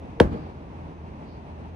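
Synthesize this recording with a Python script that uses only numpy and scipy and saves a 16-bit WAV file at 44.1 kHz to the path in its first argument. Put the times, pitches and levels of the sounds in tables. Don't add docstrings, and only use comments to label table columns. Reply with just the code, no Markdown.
import sys
import numpy as np
from scipy import signal
from scipy.fft import rfft, irfft
from scipy.io import wavfile

SR = 44100
rng = np.random.default_rng(int(sys.argv[2]) if len(sys.argv) > 2 else 0)


def store_wav(level_fs):
    pcm = np.round(np.clip(np.atleast_2d(level_fs), -1, 1) * 32767)
    wavfile.write(sys.argv[1], SR, pcm.T.astype(np.int16))


N = 77175
T = np.arange(N) / SR
HZ = np.maximum(np.arange(N // 2 + 1) * SR / N, 1)
HIT_S = .2003
BLOW_LAG_S, STREET_LAG_S = .00003, .00035


def from_db(db):
    return 10 ** (np.asarray(db) / 20)


def rms_one(x):
    return x / np.sqrt(np.mean(x ** 2) + 1e-20)


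def at_hz(table, hz, column=1):
    table = np.array(table)
    return np.interp(np.log(hz), np.log(table[:, 0]), table[:, column])


def delay(s):
    return np.exp(-2j * np.pi * HZ * s)


def left_late(s):
    return np.array([delay(s), delay(0)])


def drift(rate_hz):
    return rms_one(irfft(rfft(rng.standard_normal(N)) / (1 + (HZ / rate_hz) ** 2), N))


def street_noise(shape):
    # frequency in Hz, left-right coherence from 0 to 1.
    coherence = [(60, 0.95), (130, 0.86), (290, 0.8), (640, 0.9), (1400, 0.3), (3000, 0.1), (8000, 0.083)]
    mid, side = rfft(rng.standard_normal((2, N)))
    alike = np.clip(at_hz(coherence, HZ), 0, 1)
    pair = np.sqrt(1 + alike) * mid + np.sqrt(1 - alike) * side * [[1], [-1]]
    return rms_one(irfft(pair * shape * left_late(STREET_LAG_S), N))


def traffic():
    # frequency in Hz, relative spectral density in dB.
    spectrum = [(20, -39), (32, -11), (41, -3.5), (70, 3.5), (100, -3), (240, -2.5), (480, -10.5),
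                (950, -11), (1350, -24), (2100, -27), (2650, -27.5), (3000, -33.5), (3800, -37),
                (6300, -46.5), (7200, -52.5), (10000, -53.5), (12500, -69), (16000, -64)]
    level_db = -41 - .96 * drift(8.2)
    return from_db(level_db) * street_noise(from_db(at_hz(spectrum, HZ)))


def engine():
    # frequency in Hz, rms level in dB.
    partials = [(80.7, -46), (125.6, -56), (166.9, -53)]
    speed_waver, swing_db = .015, 2
    running_s = np.cumsum(1 + speed_waver * drift(5)) / SR
    drone = 0
    for hz, db in partials:
        amplitude = np.sqrt(2) * from_db(db + swing_db * drift(6))
        drone = drone + amplitude * np.sin(2 * np.pi * (hz * running_s + rng.random()))
    return drone


def insects():
    centre_hz, width_hz = 6225, 150
    return from_db(-84) * street_noise(1 / (1 + (2 * (HZ - centre_hz) / width_hz) ** 2))


def mallet():
    # frequency in Hz, group delay in seconds.
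    group_delay = [(50, 0.02363), (110, 0.01606), (240, 0.00833), (480, 0.00699), (900, 0.0019),
                   (1500, 0.00044), (3000, 0.001103), (6000, 0.000435)]
    # frequency in Hz, spectral level in dB.
    thud = [(20, -18), (31, 11), (45, 30), (80, 36), (150, 33), (300, 25.5), (460, 39.5), (600, 19),
            (780, 9.5), (1200, -8), (2500, -18), (15000, -60)]
    # frequency in Hz, relative level in dB, 60 dB decay time in seconds, left minus right in dB.
    head_modes = [(239.5, 38, 0.058, -5), (303.5, 42, 0.2, -4.5), (378, 29, 0.063, 9),
                  (486.2, 37, 0.066, 18), (587, 32.5, 0.055, 0.5), (676, 25, 0.062, 11),
                  (837, 25.5, 0.028, -15), (921, 32, 0.064, 3.5), (1069, 13, 0.16, -20),
                  (1385, 17.5, 0.037, -9), (1560, 25, 0.018, -1.5), (1664, 18, 0.013, 5),
                  (1950, 11.5, 0.1, 7), (2300, 13, 0.037, 2), (2650, 7, 0.065, -1), (2860, 10, 0.016, -8),
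                  (3150, 18.5, 0.018, -2), (3640, 3.5, 0.054, 6), (4310, 10, 0.048, 6),
                  (5370, 5, 0.057, -3), (6170, 1.5, 0.048, 13)]
    # delay in seconds, left and right bass gains in dB.
    near_walls = [(0.00546, -12, -29), (0.0028, -42, -20), (0.0111, -14.5, -13.5), (0.0146, -31, -8.5)]
    near_cut_hz, slap_cut_hz, slap_delay_s = 820, 530, .141
    push = delay(HIT_S) * np.exp(-2j * np.pi * np.cumsum(at_hz(group_delay, HZ)) * SR / N)
    body = from_db(at_hz(thud, HZ))
    for hz, db, t60, pan_db in head_modes:
        width_hz = np.log(1000) / (np.pi * t60)
        resonance = 1 / (1 + 1j * (HZ ** 2 - hz ** 2) / (HZ * width_hz))
        mode = resonance / (1 + (HZ / (2 * hz)) ** 2)
        body = body + from_db([[db + pan_db / 2], [db - pan_db / 2]]) * mode
    near = sum(from_db([[left_db], [right_db]]) * delay(s) for s, left_db, right_db in near_walls)
    near = near / (1 + 1j * HZ / near_cut_hz)
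    slap = from_db(-23) * delay(slap_delay_s) * left_late(STREET_LAG_S) / (1 + 1j * HZ / slap_cut_hz)
    return -irfft(push * body * (left_late(BLOW_LAG_S) + near + slap), N)


def grit():
    # start in seconds after the hit, level in dB, hold and 60 dB decay time in seconds.
    bursts = [(0, -27, .0025, .022), (.0141, -36, .0008, .008)]
    # frequency in Hz, relative spectral level in dB.
    spectrum = [(500, -4), (1500, -1.5), (3500, 0), (4800, -9.5), (6200, -9), (7000, -17), (8000, -12.5),
                (9800, -8), (12500, -38), (15000, -28)]
    fractures_per_s, spread_db, side_db = 16000, 1, -7.5
    fractures = rng.random((2, N)) < fractures_per_s / SR
    polarity = rng.choice([-1, 1], (2, N))
    strength = from_db(spread_db * np.minimum(rng.exponential(1, (2, N)), 2))
    mid, side = rfft(fractures * polarity * strength)
    pair = mid + from_db(side_db) * side * [[1], [-1]]
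    crunch = rms_one(irfft(pair * from_db(at_hz(spectrum, HZ)) * left_late(BLOW_LAG_S), N))
    age, envelope = T - HIT_S, 0
    for start, db, hold, t60 in bursts:
        fall_db = 60 * np.maximum(age - start - hold, 0) / t60
        envelope = envelope + (age >= start) * from_db(db - fall_db)
    return crunch * envelope


def reverberation(table, delay_s, rise_s):
    age, tail = T - HIT_S - delay_s, 0
    for hz in 32 * 2 ** np.arange(0, 9.1, .5):
        band = street_noise(1 / np.sqrt(1 + (4 * np.log2(HZ / hz)) ** 8))
        fall_db = 60 * np.maximum(age - rise_s, 0) / at_hz(table, hz, column=2)
        tail = tail + band * from_db(at_hz(table, hz) - fall_db)
    return tail * np.clip(age / rise_s, 0, 1)


def house_fronts():
    # frequency in Hz, half-octave level in dB, reverberation time in seconds.
    scatter = [(32, -46, .3), (45, -26, .42), (64, -26, .42), (110, -27, .42), (200, -30, .55),
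               (380, -29, .36), (560, -32, .34), (800, -34, .32), (1500, -38, .28), (3000, -48, .22),
               (6000, -54, .2), (12000, -63, .22)]
    return reverberation(scatter, delay_s=.005, rise_s=.006)


def far_buildings():
    # frequency in Hz, half-octave level in dB, reverberation time in seconds.
    echo = [(30, -74, 0.37), (100, -41, 0.35), (220, -34, 0.46), (408, -43, 0.69), (800, -46, 0.83),
            (1490, -53, 0.77), (2900, -59, 0.39), (12000, -81, 0.45)]
    return reverberation(echo, delay_s=.1, rise_s=.029)


def clothes():
    # time of the peak in seconds, level in dB, rise and fall in seconds.
    rustles = [(.35, -66.5, 0.063, 0.18), (1.31, -65, 0.054, 0.071)]
    # frequency in Hz, relative spectral density in dB.
    spectrum = [(1500, -15), (3000, 0.5), (4700, 10), (7000, -25), (10000, -25), (16000, -37)]
    envelope = 0
    for peak_s, db, rise, fall in rustles:
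        width_s = np.where(T < peak_s, rise, fall)
        envelope = envelope + from_db(db) * np.exp(-((T - peak_s) / width_s) ** 2)
    return envelope * street_noise(from_db(at_hz(spectrum, HZ)))


def scene():
    reflections = house_fronts() + far_buildings()
    return mallet() + grit() + reflections + clothes() + traffic() + engine() + insects()


def record(dry):
    ceiling, low_cut_hz, stopband_hz = 1.16, 29, 16748
    rounded = dry / (1 + (dry / ceiling) ** 4) ** .25
    high_passed = irfft(rfft(rounded) / np.sqrt(1 + (low_cut_hz / HZ) ** 12), N)
    return signal.sosfilt(signal.cheby2(12, 70, stopband_hz, fs=SR, output="sos"), high_passed)


dry = scene()
out = record(dry)
store_wav(out)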